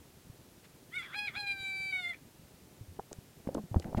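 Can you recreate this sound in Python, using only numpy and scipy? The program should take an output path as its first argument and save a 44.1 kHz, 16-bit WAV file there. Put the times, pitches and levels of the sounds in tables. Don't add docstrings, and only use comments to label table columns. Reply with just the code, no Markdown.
import sys
import numpy as np
from scipy import signal
from scipy.fft import rfft, irfft
from scipy.io import wavfile

SR = 44100
rng = np.random.default_rng(int(sys.argv[2]) if len(sys.argv) > 2 else 0)


def store_wav(level_fs):
    pcm = np.round(np.clip(np.atleast_2d(level_fs), -1, 1) * 32767)
    wavfile.write(sys.argv[1], SR, pcm.T.astype(np.int16))


N = 176400
T = np.arange(N) / SR


def from_db(db):
    return 10 ** (np.asarray(db) / 20)


def rms_one(x):
    return x / np.sqrt(np.mean(x ** 2) + 1e-20)


def in_time(rows):
    start_s, *columns = np.transpose(rows)
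    return [np.interp(T, start_s, column) for column in columns]


def at_hz(points, hz):
    point_hz, point_db = np.transpose(points)
    return np.interp(np.log(hz), np.log(point_hz), point_db)


def low_pass(x, hz, order=2):
    sections = signal.butter(order, min(hz, SR / 2 - 1), fs=SR, output="sos")
    return signal.sosfilt(sections, x + 1e-18)


def drift(rate_hz):
    wandering = low_pass(rng.standard_normal(N + SR), rate_hz)
    return rms_one(wandering[SR:])


def noise(colour):
    hz = np.arange(N // 2 + 1) * SR / N + 1
    spectrum = rfft(rng.standard_normal(N)) * from_db(at_hz(colour, hz))
    return rms_one(irfft(spectrum, N))


def resonate(x, hz, width):
    r = np.exp(-np.pi * width / SR)
    feedback = [1, -2 * r * np.cos(2 * np.pi * hz / SR), r * r]
    return signal.lfilter(np.array([1, 0, -1]) * (1 - r * r) / 2, feedback, x)


def resonate_twice(x, hz, width):
    return resonate(resonate(x, hz, width), hz, width)


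def glide(x, hz, width):
    turn = np.exp(2j * np.pi * np.cumsum(hz) / SR)
    return np.real(low_pass(x / turn, width / 2) * turn)


def add(out, s, sound):
    i = int(s * SR)
    out[i:i + len(sound)] += sound[:max(N - i, 0)]


def rooster():
    # start_s, pitch_hz, roughness (0-1)
    voice = [(.915, 600, .35), (.94, 702, .16), (.965, 745, .08), (.98, 740, .1), (.993, 694, .12),
             (1.016, 672, .14), (1.022, 690, 1), (1.08, 590, 1), (1.115, 500, 1), (1.14, 725, .55),
             (1.15, 800, .45), (1.159, 824, .3), (1.167, 828, .05), (1.255, 830, .03), (1.266, 822, .1),
             (1.275, 790, .33), (1.29, 725, .5), (1.31, 590, .9), (1.335, 600, .9), (1.35, 700, .55),
             (1.365, 802, .4), (1.376, 822, .25), (1.385, 829, .05), (1.45, 808, .02), (1.515, 798, .02),
             (1.56, 784, .03), (1.7, 776, .01), (1.912, 773, .01), (1.926, 751, .03), (1.96, 747, .02),
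             (2.0, 732, .03), (2.04, 703, .03), (2.075, 696, .04), (2.088, 708, .14), (2.1, 703, .05),
             (2.121, 678, .08), (2.131, 660, .6), (2.139, 620, 1), (2.17, 570, 1)]
    # start_s, level_db
    main_level = [
        [(.91, -72), (.943, -40.5), (.948, -49), (.968, -36), (.983, -37), (.989, -44), (.995, -38.5),
         (1.008, -41), (1.022, -52), (1.036, -48), (1.11, -58)],
        [(1.122, -58), (1.142, -44), (1.162, -39.5), (1.173, -49), (1.19, -37.5), (1.24, -42.5), (1.262, -38),
         (1.269, -45), (1.275, -35.5), (1.287, -36.5), (1.294, -49), (1.322, -62)],
        [(1.335, -61), (1.36, -44), (1.381, -38), (1.39, -50), (1.408, -41.5), (1.424, -58), (1.434, -43),
         (1.458, -45), (1.47, -39), (1.5, -35), (1.523, -36), (1.56, -50), (1.635, -45), (1.65, -39),
         (1.74, -36), (1.902, -35), (1.914, -39)],
        [(1.922, -54), (1.928, -33.5), (1.965, -32), (1.978, -38), (1.998, -38), (2.012, -50), (2.034, -45),
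         (2.05, -37), (2.079, -37), (2.084, -52), (2.094, -39.5), (2.104, -36.5), (2.117, -39), (2.126, -48),
         (2.148, -49), (2.16, -65)],
    ]
    # start_s, level_db
    low_level = [(0.906, -77), (0.956, -46.5), (1.094, -59.5), (1.132, -55), (1.14, -46), (1.172, -44),
                 (1.26, -47), (1.324, -66), (1.356, -47), (1.394, -44.5), (1.702, -56), (1.908, -60),
                 (1.928, -50.5), (2.002, -47), (2.032, -57.5), (2.116, -57.5), (2.15, -78)]
    # start_s, level_db
    treble_level = [(.91, -74), (.962, -45.5), (.971, -58), (.986, -47), (1.03, -56), (1.13, -62),
                    (1.193, -41), (1.208, -50), (1.28, -51), (1.325, -72), (1.36, -51), (1.408, -41.5),
                    (1.457, -57), (1.472, -43), (1.52, -43), (1.553, -64), (1.607, -47), (1.68, -46),
                    (1.73, -56), (1.9, -56), (1.94, -50), (2.055, -47), (2.075, -53), (2.1, -47),
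                    (2.15, -74)]
    jitter, jitter_hz = .042, 300
    waver, waver_hz = .0009, 40
    flutter, flutter_hz = .5, 350
    tone_loss = .92
    fade_s = 0.0067

    hz, rough = in_time(voice)
    rough = np.clip(rough, 0, 1)
    levels = [from_db(in_time(curve)[0]) for curve in (low_level, np.vstack(main_level), treble_level)]
    unsteady_hz = hz * (1 + jitter * rough * drift(jitter_hz) + waver * drift(waver_hz))
    phase = 2 * np.pi * np.cumsum(unsteady_hz) / SR
    tone = harmonics(hz, phase, *levels)
    tone = tone * (1 + flutter * rough * drift(flutter_hz)) * np.sqrt(1 - tone_loss * rough ** 2)
    inside_s = np.minimum(T - voice[0][0], voice[-1][0] - T)
    sounding = np.clip(inside_s / fade_s + 1, 0, 1)
    return sounding * (tone + rough * rasp(phase, *levels))


def harmonics(hz, phase, low, main, treble):
    # start_s, level_db
    fundamental = [(1.12, -26), (1.18, 2.5), (1.35, -10.5), (1.4, 1), (1.54, -12), (1.88, -0.5),
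                   (1.98, -10), (2.05, 0.5)]
    # start_s, level_db
    fourth_level = [(1.0, -9), (1.17, -1.5), (1.5, -15), (1.68, -19.5), (1.93, -6), (2.1, -13.5)]
    # start_s, level_db
    sixth_level = [(1.0, -19), (1.23, -8), (1.5, -18), (1.55, -1), (1.67, -20), (1.74, 1), (1.91, 2),
                   (1.93, -13)]
    # start_s, level_db
    top_level = [(0.998, -17), (1.502, -25), (1.55, -21), (1.67, -20), (1.82, -9.5), (2.0, -21.5)]
    # start_s, spread_db
    shimmer = [(1.42, 1.4), (1.6, .2), (1.95, .3), (2.1, .9)]
    # frequency_hz, level_db
    beak = [(4900, 1), (5250, -3), (5430, -17), (5800, -5), (6600, -14), (6930, 1), (7600, -6), (8200, -1),
            (9000, -11), (9300, -2), (9900, 0), (10100, -15), (10900, -8), (13500, -16)]
    top_shimmer_db, top_shimmer_hz = 2.2, 16

    curves = (fundamental, fourth_level, sixth_level, top_level)
    first, fourth, sixth, top = (from_db(in_time(curve)[0]) for curve in curves)
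    shimmer_db, = in_time(shimmer)
    second = low / np.hypot(1, first)
    gains = [second * first, second]
    for gain in (main, treble * fourth, treble, treble * sixth):
        gains.append(gain * from_db(shimmer_db * drift(62)))
    for k in range(7, 17):
        colour_db = at_hz(beak, k * hz) + top_shimmer_db * drift(top_shimmer_hz)
        gains.append(treble * top * from_db(colour_db))
    tone = sum(gain * np.sin(k * phase + rng.uniform(0, 2 * np.pi)) for k, gain in enumerate(gains, 1))
    return np.sqrt(2) * tone


def rasp(phase, low, main, treble):
    # start_s, centre_hz
    throat_hz = [(1.045, 2250), (1.095, 1470), (1.12, 1450), (1.14, 2300), (1.28, 2330), (1.33, 2000),
                 (1.375, 2400), (2.125, 2050), (2.148, 2380), (2.17, 2100)]
    # centre_hz, width_hz, level_db
    side_modes = [(1517, 770, -0.5), (3370, 180, 2.5)]
    throat_width_hz, throat_db = 300, -1
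    clump_db, clump_hz = 3, 140
    spill_share = .2

    each_cycle = np.diff(phase // (2 * np.pi), prepend=0)
    puffs = each_cycle * rng.choice([-1, 1], N) * from_db(clump_db * drift(clump_hz))
    centre, = in_time(throat_hz)
    spill = rms_one(resonate_twice(puffs, 2500, 1900))
    ring = rms_one(glide(puffs, centre, throat_width_hz))
    out = main * from_db(throat_db) * (ring + spill_share * spill)
    for level, (hz, width, db) in zip((low, treble), side_modes):
        out = out + level * from_db(db) * rms_one(resonate_twice(puffs, hz, width))
    return out


def pen(x):
    # delay_s, level_db
    echoes = [(.0071, -23), (.0163, -21), (.029, -40)]
    tail_t60_s, tail_db = .13, -15

    t = T[:SR // 2]
    tail = rng.standard_normal(len(t)) * from_db(-60 * t / tail_t60_s) * (t > .005)
    response = from_db(tail_db) * tail / np.linalg.norm(tail)
    for delay_s, db in echoes:
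        response[int(delay_s * SR)] += from_db(db)
    return x + signal.fftconvolve(x, response)[:N]


def bumps():
    # start_s, peak_db, pitch_hz, t60_s
    bump_list = [(0.298, -40.5, 115, 0.045), (1.603, -47, 99, 0.041), (2.81, -38, 108, 0.085),
                 (2.881, -44.5, 86, 0.21), (2.9899, -31.5, 381, 0.0092), (2.993, -36, 661, 0.024),
                 (2.9953, -25, 760, 0.015), (3.1135, -41, 690, 0.014), (3.118, -37, 378, 0.011),
                 (3.13, -39.5, 443, 0.0072), (3.186, -36, 120, 0.019), (3.4727, -24, 231, 0.018),
                 (3.471, -37.5, 604, 0.011), (3.4889, -30.5, 248, 0.0092), (3.4891, -27, 520, 0.03),
                 (3.5489, -26, 530, 0.017), (3.5504, -32, 1280, 0.0064), (3.552, -25.5, 300, 0.037),
                 (3.570, -24.5, 272, 0.014), (3.5782, -35.5, 606, 0.029), (3.58, -40, 1067, 0.037),
                 (3.592, -38.5, 206, 0.19), (3.638, -37, 167, 0.06), (3.713, -31, 111, 0.09),
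                 (3.744, -22.5, 740, 0.0061), (3.76, -19.5, 300, 0.0056), (3.7602, -17.5, 82.4, 0.089),
                 (3.7654, -21, 205, 0.042), (3.798, -36.5, 470, 0.026), (3.929, -32.5, 600, 0.014),
                 (3.9471, -22, 880, 0.0077), (3.9478, -24, 150, 0.016), (3.97, -24.5, 102, 0.052),
                 (3.9731, -30.5, 145, 0.029), (3.981, -27.5, 373, 0.021), (3.992, -32.5, 980, 0.0087)]
    rise_cycles = 0.13
    thud_db, thud_decay_s, thud_top_hz = -15.5, 0.0035, 900
    housing_hz = 1500

    out, t = np.zeros(N), T[:SR // 4]
    for s, db, hz, t60 in bump_list:
        rise = 1 - np.exp(-t * hz / rise_cycles)
        swing = np.sin(2 * np.pi * hz * t) * from_db(-60 * t / t60) * rise
        thud = rms_one(low_pass(rng.standard_normal(len(t)), min(thud_top_hz, 3 * hz)))
        thud = thud * np.exp(-t / thud_decay_s)
        add(out, s, from_db(db) * (swing / np.abs(swing).max() + from_db(thud_db) * thud))
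    return low_pass(out, housing_hz, order=4)


def clicks(grit):
    # start_s, peak_db, centre_hz, grit_decay_s
    click_list = [(3.126, -48, 6550, 0.0017), (3.1298, -30, 6600, 0.00082), (3.1286, -48, 1510, 0.0051),
                  (3.1297, -49, 3170, .001), (3.475, -47.5, 1990, 0.0012), (3.5459, -32, 6800, 0.0016),
                  (3.5495, -41.5, 3070, 0.0021), (3.7438, -48.5, 2870, .001), (3.7984, -38, 4030, 0.0013),
                  (3.7987, -36, 6200, 0.0011), (3.8444, -40, 1600, 0.0011)]
    relative_width = .55

    out, t = np.zeros(N), T[:SR // 20]
    for s, db, hz, decay in click_list:
        snap = (t == 0) + grit * rng.standard_normal(len(t)) * np.exp(-t / decay)
        tick = resonate_twice(snap, hz, relative_width * hz)
        add(out, s, from_db(db) * tick / np.abs(tick).max())
    return out


def rubbing():
    # start_s, level_db
    rub_level = [(3.45, -50), (3.47, -58), (3.5, -52), (3.54, -52.5), (3.585, -39), (3.62, -64),
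                 (3.7, -63.5), (3.76, -43.5), (3.83, -55), (3.855, -40.5), (3.89, -43), (3.93, -49.5),
                 (3.968, -50.5), (3.982, -28.5), (4.0, -38)]
    # frequency_hz, level_db
    rub_colour = [(40, -2.5), (160, 3), (300, 1), (500, -6), (800, -7), (1150, -25.5), (1700, -30),
                  (4000, -50)]
    # centre_s, level_db, spread_s
    scuff_list = [(0.651, -58.5, 0.0078), (3.826, -55.5, 0.0032), (3.978, -51, 0.007)]
    # frequency_hz, level_db
    scuff_colour = [(300, -31), (1200, 13.5), (2200, 16), (4500, 7.5), (7000, 0.5), (15000, -16)]
    uneven_db, uneven_hz = 0.96, 58

    strength = from_db(in_time(rub_level)[0] + uneven_db * drift(uneven_hz))
    rub = strength * noise(rub_colour) * (T > rub_level[0][0])
    scuffs = sum(from_db(db) * np.exp(-.5 * ((T - s) / spread) ** 2) for s, db, spread in scuff_list)
    return rub + scuffs * noise(scuff_colour)


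def background():
    # (per Hz, relative)
    air_colour = [(15, -69.5), (25, -12.5), (80, 2.5), (141, 2), (392, -4), (637, -10), (1180, -16),
                  (14600, -22), (15800, -25)]
    air_db = -58.5
    swell_db, swell_hz, rumble_top_hz = 4, 36, 300

    air = from_db(air_db) * noise(air_colour)
    rumble = low_pass(air, rumble_top_hz, order=1)
    return air + rumble * (from_db(swell_db * drift(swell_hz)) - 1)


def scene():
    handling = bumps() + clicks(grit=0.093) + rubbing()
    return (pen(rooster()) + handling + background())[None]


def record(dry):
    cutoff_hz = 15900
    sections = signal.ellip(10, .1, 70, cutoff_hz, fs=SR, output="sos")
    return signal.sosfilt(sections, dry)


dry = scene()
out = record(dry)
store_wav(out)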